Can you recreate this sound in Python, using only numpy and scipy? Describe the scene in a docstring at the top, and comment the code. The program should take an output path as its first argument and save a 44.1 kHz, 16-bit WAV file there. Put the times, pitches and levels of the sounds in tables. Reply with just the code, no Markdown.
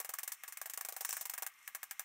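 """Shaken plastic bottle

A gloved hand shakes a small bottle close to a camera: knocks crack and ring it, each has a noisy tail. The
knocks are rough noise bursts driving fading sine waves; the tails are fading grainy noise. The glove rustles in
random tiny clicks and ticks in short noise bursts, one of which is the bottle bouncing again just after a
knock; a fan is steady coloured noise."""
import sys
import numpy as np
from scipy import signal
from scipy.fft import rfft, irfft
from scipy.io import wavfile

SR = 44100
rng = np.random.default_rng(int(sys.argv[2]) if len(sys.argv) > 2 else 0)


def wav_out(sig):
    """Save sig, one row per channel (or a flat mono array), as 16-bit PCM at SR to the path in sys.argv[1]."""
    wavfile.write(sys.argv[1], SR, np.round(np.clip(np.atleast_2d(sig).T, -1, 1) * 32767).astype(np.int16))


def how_loud(loudness_db):
    """Turn decibels into a plain amplitude multiplier (0 dB gives 1, 20 dB gives 10)."""
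    steps = np.asarray(loudness_db, float) / 20
    return 10 ** steps


N = 90228  # samples in the scene

# Deeper ringing tones of the bottle; t60 is the time to fade by 60 dB: (f/Hz, level/dB, t60/s)
BODY_MODES = [(468, -13, .07), (585, -12, .07), (688, -6, .09), (790, 1.5, .08), (980, -3, .06),
              (1125, -3, .09), (1250, -4, .05), (1440, -11, .04), (1633, -1.5, .07), (1730, 0, .07),
              (1800, -5, .05), (1900, -4, .045), (2180, -4, .04)]
# Tone colour shared by the crack and the noisy tail: (f/Hz, level/dB)
BLOW_COLOUR = [(60, -53), (250, -31), (450, -5), (750, 5.5), (1700, -1.5), (2500, -3.5), (3300, -8.5),
               (4600, -11), (6000, -6), (8300, -3), (11000, -7.5), (14200, -1.5), (16000, -3)]
KNOCK_T = np.arange(6000) / SR  # time within one knock, s
SPLIT_HZ = 3470  # between the low and high parts of the noisy tail


def level(x, db):
    """Scale a sound to a chosen average (rms) level in dB."""
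    return x * how_loud(db) / np.sqrt(np.mean(x ** 2))


def colour(x, table):
    """Filter that shapes the tone through (f/Hz, level/dB) points and never sounds ahead of its input."""
    hz, db = np.array(table, float).T
    size = 2048
    bins_hz = np.arange(size // 2 + 1) * SR / size
    log_gain = np.interp(np.log(bins_hz + 1), np.log(hz), db) * np.log(10) / 20
    # Folding the cepstrum onto positive times gives a minimum-phase filter
    cepstrum = irfft(log_gain)
    cepstrum[1:size // 2] *= 2
    cepstrum[size // 2 + 1:] = 0
    response = irfft(np.exp(rfft(cepstrum)))[:size // 2]
    return signal.fftconvolve(x, response)[:len(x)]


def band(x, hz, kind):
    """Keep the part below ("low") or above ("high") a frequency, with a Butterworth filter."""
    return signal.sosfilt(signal.butter(2, hz, kind, fs=SR, output="sos"), x)


def fade(t60):
    """Smooth dying away by 60 dB in t60 seconds."""
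    return np.exp(-np.log(1000) * KNOCK_T / t60)


def glove():
    """Dense tiny creases under the grip make random clicks; a few lone ticks are quick noise bursts, one of
    them (at 1.432 s) the bottle bouncing a second time just after a knock."""
    # Rise and fall of the rubbing: (t/s, level/dB)
    rub = [(0, -70), (.3, -71.5), (.42, -66.5), (.7, -72), (.98, -67.5), (1.04, -58.5), (1.11, -50),
           (1.2, -52), (1.27, -66.5), (1.5, -77), (1.63, -71), (1.67, -64), (1.72, -71.5), (2.05, -70)]
    # Tone colour of the glove: (f/Hz, level/dB)
    rub_colour = [(400, -36), (1500, -14), (2400, -8), (3300, -15), (4800, -19), (5500, 0), (7000, -5),
                  (8600, -3), (10200, -11), (16000, -15)]
    # Lone ticks, the one at 1.432 s being a second bounce of the bottle, levels ahead of the colouring: (t/s,
    # level/dB)
    tick_list = [(1.108, -23), (1.118, -36), (1.432, -28), (1.518, -52), (1.539, -50), (1.589, -52),
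                 (1.628, -50), (1.649, -61), (1.661, -50)]
    creases_per_s, spread_db, tick_fall_s = 9000, 1.5, 0.002
    t = np.arange(N) / SR

    happens = rng.random(N) < creases_per_s / SR
    strength = how_loud(spread_db * rng.exponential(size=N))
    creases = happens * strength * rng.standard_normal(N)
    rustle = level(colour(creases, rub_colour), 0) * how_loud(np.interp(t, *np.array(rub).T))

    ticks = np.zeros(N)
    for s, db in tick_list:
        ticks += how_loud(db) * (t >= s) * np.exp(-np.maximum(t - s, 0) / tick_fall_s)
    return rustle + colour(ticks * rng.standard_normal(N), rub_colour)


def fan():
    """Steady hiss of coloured noise, with a few narrow resonances added."""
    # Tone colour of the hiss: (f/Hz, level/dB)
    hiss_colour = [(20, -26), (60, -25), (200, -25.5), (500, -28.5), (900, -16.5), (1600, -9.5),
                   (2800, -9.5), (4500, -21.5), (8000, -27.5), (11000, -21), (14500, -14.5), (16000, -50.5)]
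    # Added resonances: (f/Hz, width/Hz, level/dB)
    resonances = [(1186, 115, 8.5), (1910, 45, 8.5), (2117, 46, 12.5), (2390, 70, -8.5)]
    hiss = colour(rng.standard_normal(N), hiss_colour)
    total = hiss.copy()
    for hz, width, db in resonances:
        total += how_loud(db) * signal.lfilter(*signal.iirpeak(hz, hz / width, fs=SR), hiss)
    return level(total, -64.5)


def rough_noise(roughness_db, count):
    """Noise with a soft start whose strength jumps at random every count samples."""
    jumps = rng.standard_normal(len(KNOCK_T) // count)
    roughness = how_loud(roughness_db * np.repeat(jumps, count))
    rise = 1 - np.exp(-(KNOCK_T / 0.0013) ** 2)  # rise time in s
    return rng.standard_normal(len(KNOCK_T)) * roughness * rise


def ring(force, modes, db):
    """A force sets off fading sine waves, each a little off in pitch and strength."""
    scatter_db, pitch_jitter = 1.8, 0.005  # jitter as a share of the pitch
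    hz, mode_db, t60 = np.array(modes).T[:, :, None]
    strength, detune = rng.standard_normal((2, len(modes), 1))
    waves = np.sin(2 * np.pi * hz * (1 + pitch_jitter * detune) * KNOCK_T)
    tones = np.sum(how_loud(mode_db + scatter_db * strength) * fade(t60) * waves, axis=0)
    return level(signal.fftconvolve(force, tones)[:len(KNOCK_T)], db)


def contact():
    """A short rattling push cracks and rings the bottle: returns crack, low ring and high ring."""
    # Brighter ringing tones of the bottle: (f/Hz, level/dB, t60/s)
    shell = [(5500, -6, .02), (6150, -5, .02), (7380, -4, .02), (8260, 0, .025), (8850, -2, .025),
             (11300, -4, .02), (12800, -4, .02), (14270, 0, .03), (15100, -3, .02)]
    push = rough_noise(4, count=20) * np.exp(-KNOCK_T / 0.00067)  # fall time in s
    crack = level(band(colour(push, BLOW_COLOUR), 2200, "high"), -39)
    return crack, ring(push, BODY_MODES, -16), ring(push, shell, -28.5)


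def noisy_tail():
    """Grainy noise, strongest at its start, dies away and still rings the bottle: returns low and high."""
    first_db, first_fall_s = 6, 0.0022
    grains = rough_noise(2.5, count=60)
    grains = grains * (1 + how_loud(first_db) * np.exp(-KNOCK_T / first_fall_s))
    noise = colour(grains, BLOW_COLOUR)
    low = level(band(noise, SPLIT_HZ, "low") * fade(0.12), -18.5)
    high = level(band(noise, SPLIT_HZ, "high") * fade(0.081), -13)
    return low + ring(grains * fade(0.073), BODY_MODES, -24.5), high


def knock(crack_db, body_db, smack_db, bright_db):
    """One contact and its noisy tail, mixed as crack, low body, upper body (smack) and bright part."""
    smack_hz = 1450  # between low and upper body
    crack, ring_low, ring_high = contact()
    tail_low, tail_high = noisy_tail()
    low = ring_low + tail_low
    # Each filter runs twice for a steeper split
    body = band(band(low, smack_hz, "low"), smack_hz, "low")
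    smack = band(band(low, smack_hz, "high"), smack_hz, "high")
    bright = ring_high + tail_high
    return how_loud(crack_db) * crack + how_loud(body_db) * body + how_loud(smack_db) * smack + how_loud(bright_db) * bright


def bottle():
    """All knocks in place; so small a body sends out little bass."""
    # Knocks, gains on the parts: (t/s, crack/dB, low body/dB, upper body/dB, brightness/dB)
    knocks = [(0.046, -45, -49.5, -47, -38), (0.091, -24, -47, -44, -36), (0.137, -15, -48, -42, -34.5),
              (0.185, -20.5, -50, -40, -34.5), (0.231, -34, -53, -47.5, -35.5),
              (0.276, -24, -50.5, -47, -34), (0.319, -23, -54, -51.5, -34),
              (0.435, -19.5, -55.5, -38, -41.5), (0.478, -25.5, -55.5, -48.5, -40.5),
              (0.523, -30, -64, -48.5, -41.5), (0.571, -27.5, -56.5, -44, -39.5),
              (0.614, -51, -48.5, -40.5, -36), (0.657, -25, -48.5, -44.5, -38),
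              (0.697, -28.5, -56.5, -49, -38), (0.735, -54, -52.5, -51, -37), (0.774, -24, -46, -41, -35),
              (0.809, -23, -49, -43.5, -35.5), (0.848, -47, -49, -44.5, -36.5),
              (0.886, -23, -45, -49.5, -36), (0.923, -48, -50, -59, -40), (0.964, -22.5, -48, -44, -37),
              (1.008, -64, -44, -51.5, -34), (1.048, -17, -51.5, -37, -31), (1.09, -32, -47.5, -49, -34),
              (1.127, -21, -46.5, -43, -32.5), (1.167, -25, -46.5, -42, -36), (1.21, -48, -48, -56, -34.5),
              (1.254, -18, -51.5, -44, -35), (1.296, -18.5, -50.5, -46, -33.5),
              (1.336, -21.5, -55, -39.5, -36), (1.378, -22, -47, -40.5, -36),
              (1.422, -14.5, -44, -38.5, -34.5), (1.464, -17, -53, -40, -34.5),
              (1.676, -23, -57, -41.5, -39.5), (1.748, -15.5, -49.5, -40.5, -36.5),
              (1.83, -17, -55.5, -45, -38), (1.91, -15, -58, -39, -38), (1.994, -13, -50, -40.5, -34.5)]
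    first = (0.00034, -30, -43.5, -44, -35)  # knock at the start, same columns
    out = np.zeros(2 * N)
    for s, *gains_db in [first] + list(knocks):
        one = knock(*gains_db)
        at = int(s * SR)
        out[at:at + len(one)] += one
    return colour(out[:N], [(310, -13.5), (460, 0)])


def scene():
    """Glove, fan and bottle, a little to the left; a weaker unrelated share differs between microphones."""
    # How much differs between the microphones: (f/Hz, level/dB)
    side_share = [(120, -4), (250, -12), (500, -23), (1000, -20), (3000, -16.5), (8000, -13.5),
                  (16000, -13.5)]
    left_db = 1.3  # left over right
    mid = glove() + fan() + bottle()
    side = colour(glove() + fan() + bottle(), side_share)
    balance = how_loud(np.array([[left_db], [-left_db]]) / 2)
    return np.array([mid + side, mid - side]) * balance


def roll_off(x):
    """The treble ends steeply here."""
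    return signal.sosfilt(signal.butter(12, 16970, fs=SR, output="sos"), x)


def record(dry):
    """The camera cuts the top of the sound with a steep low-pass filter."""
    top_cut = signal.ellip(6, .5, 45, 15570, fs=SR, output="sos")  # ripple dB, depth dB, edge Hz
    mix = signal.sosfilt(top_cut, dry)
    return roll_off(mix)


dry = scene()
out = record(dry)
wav_out(out)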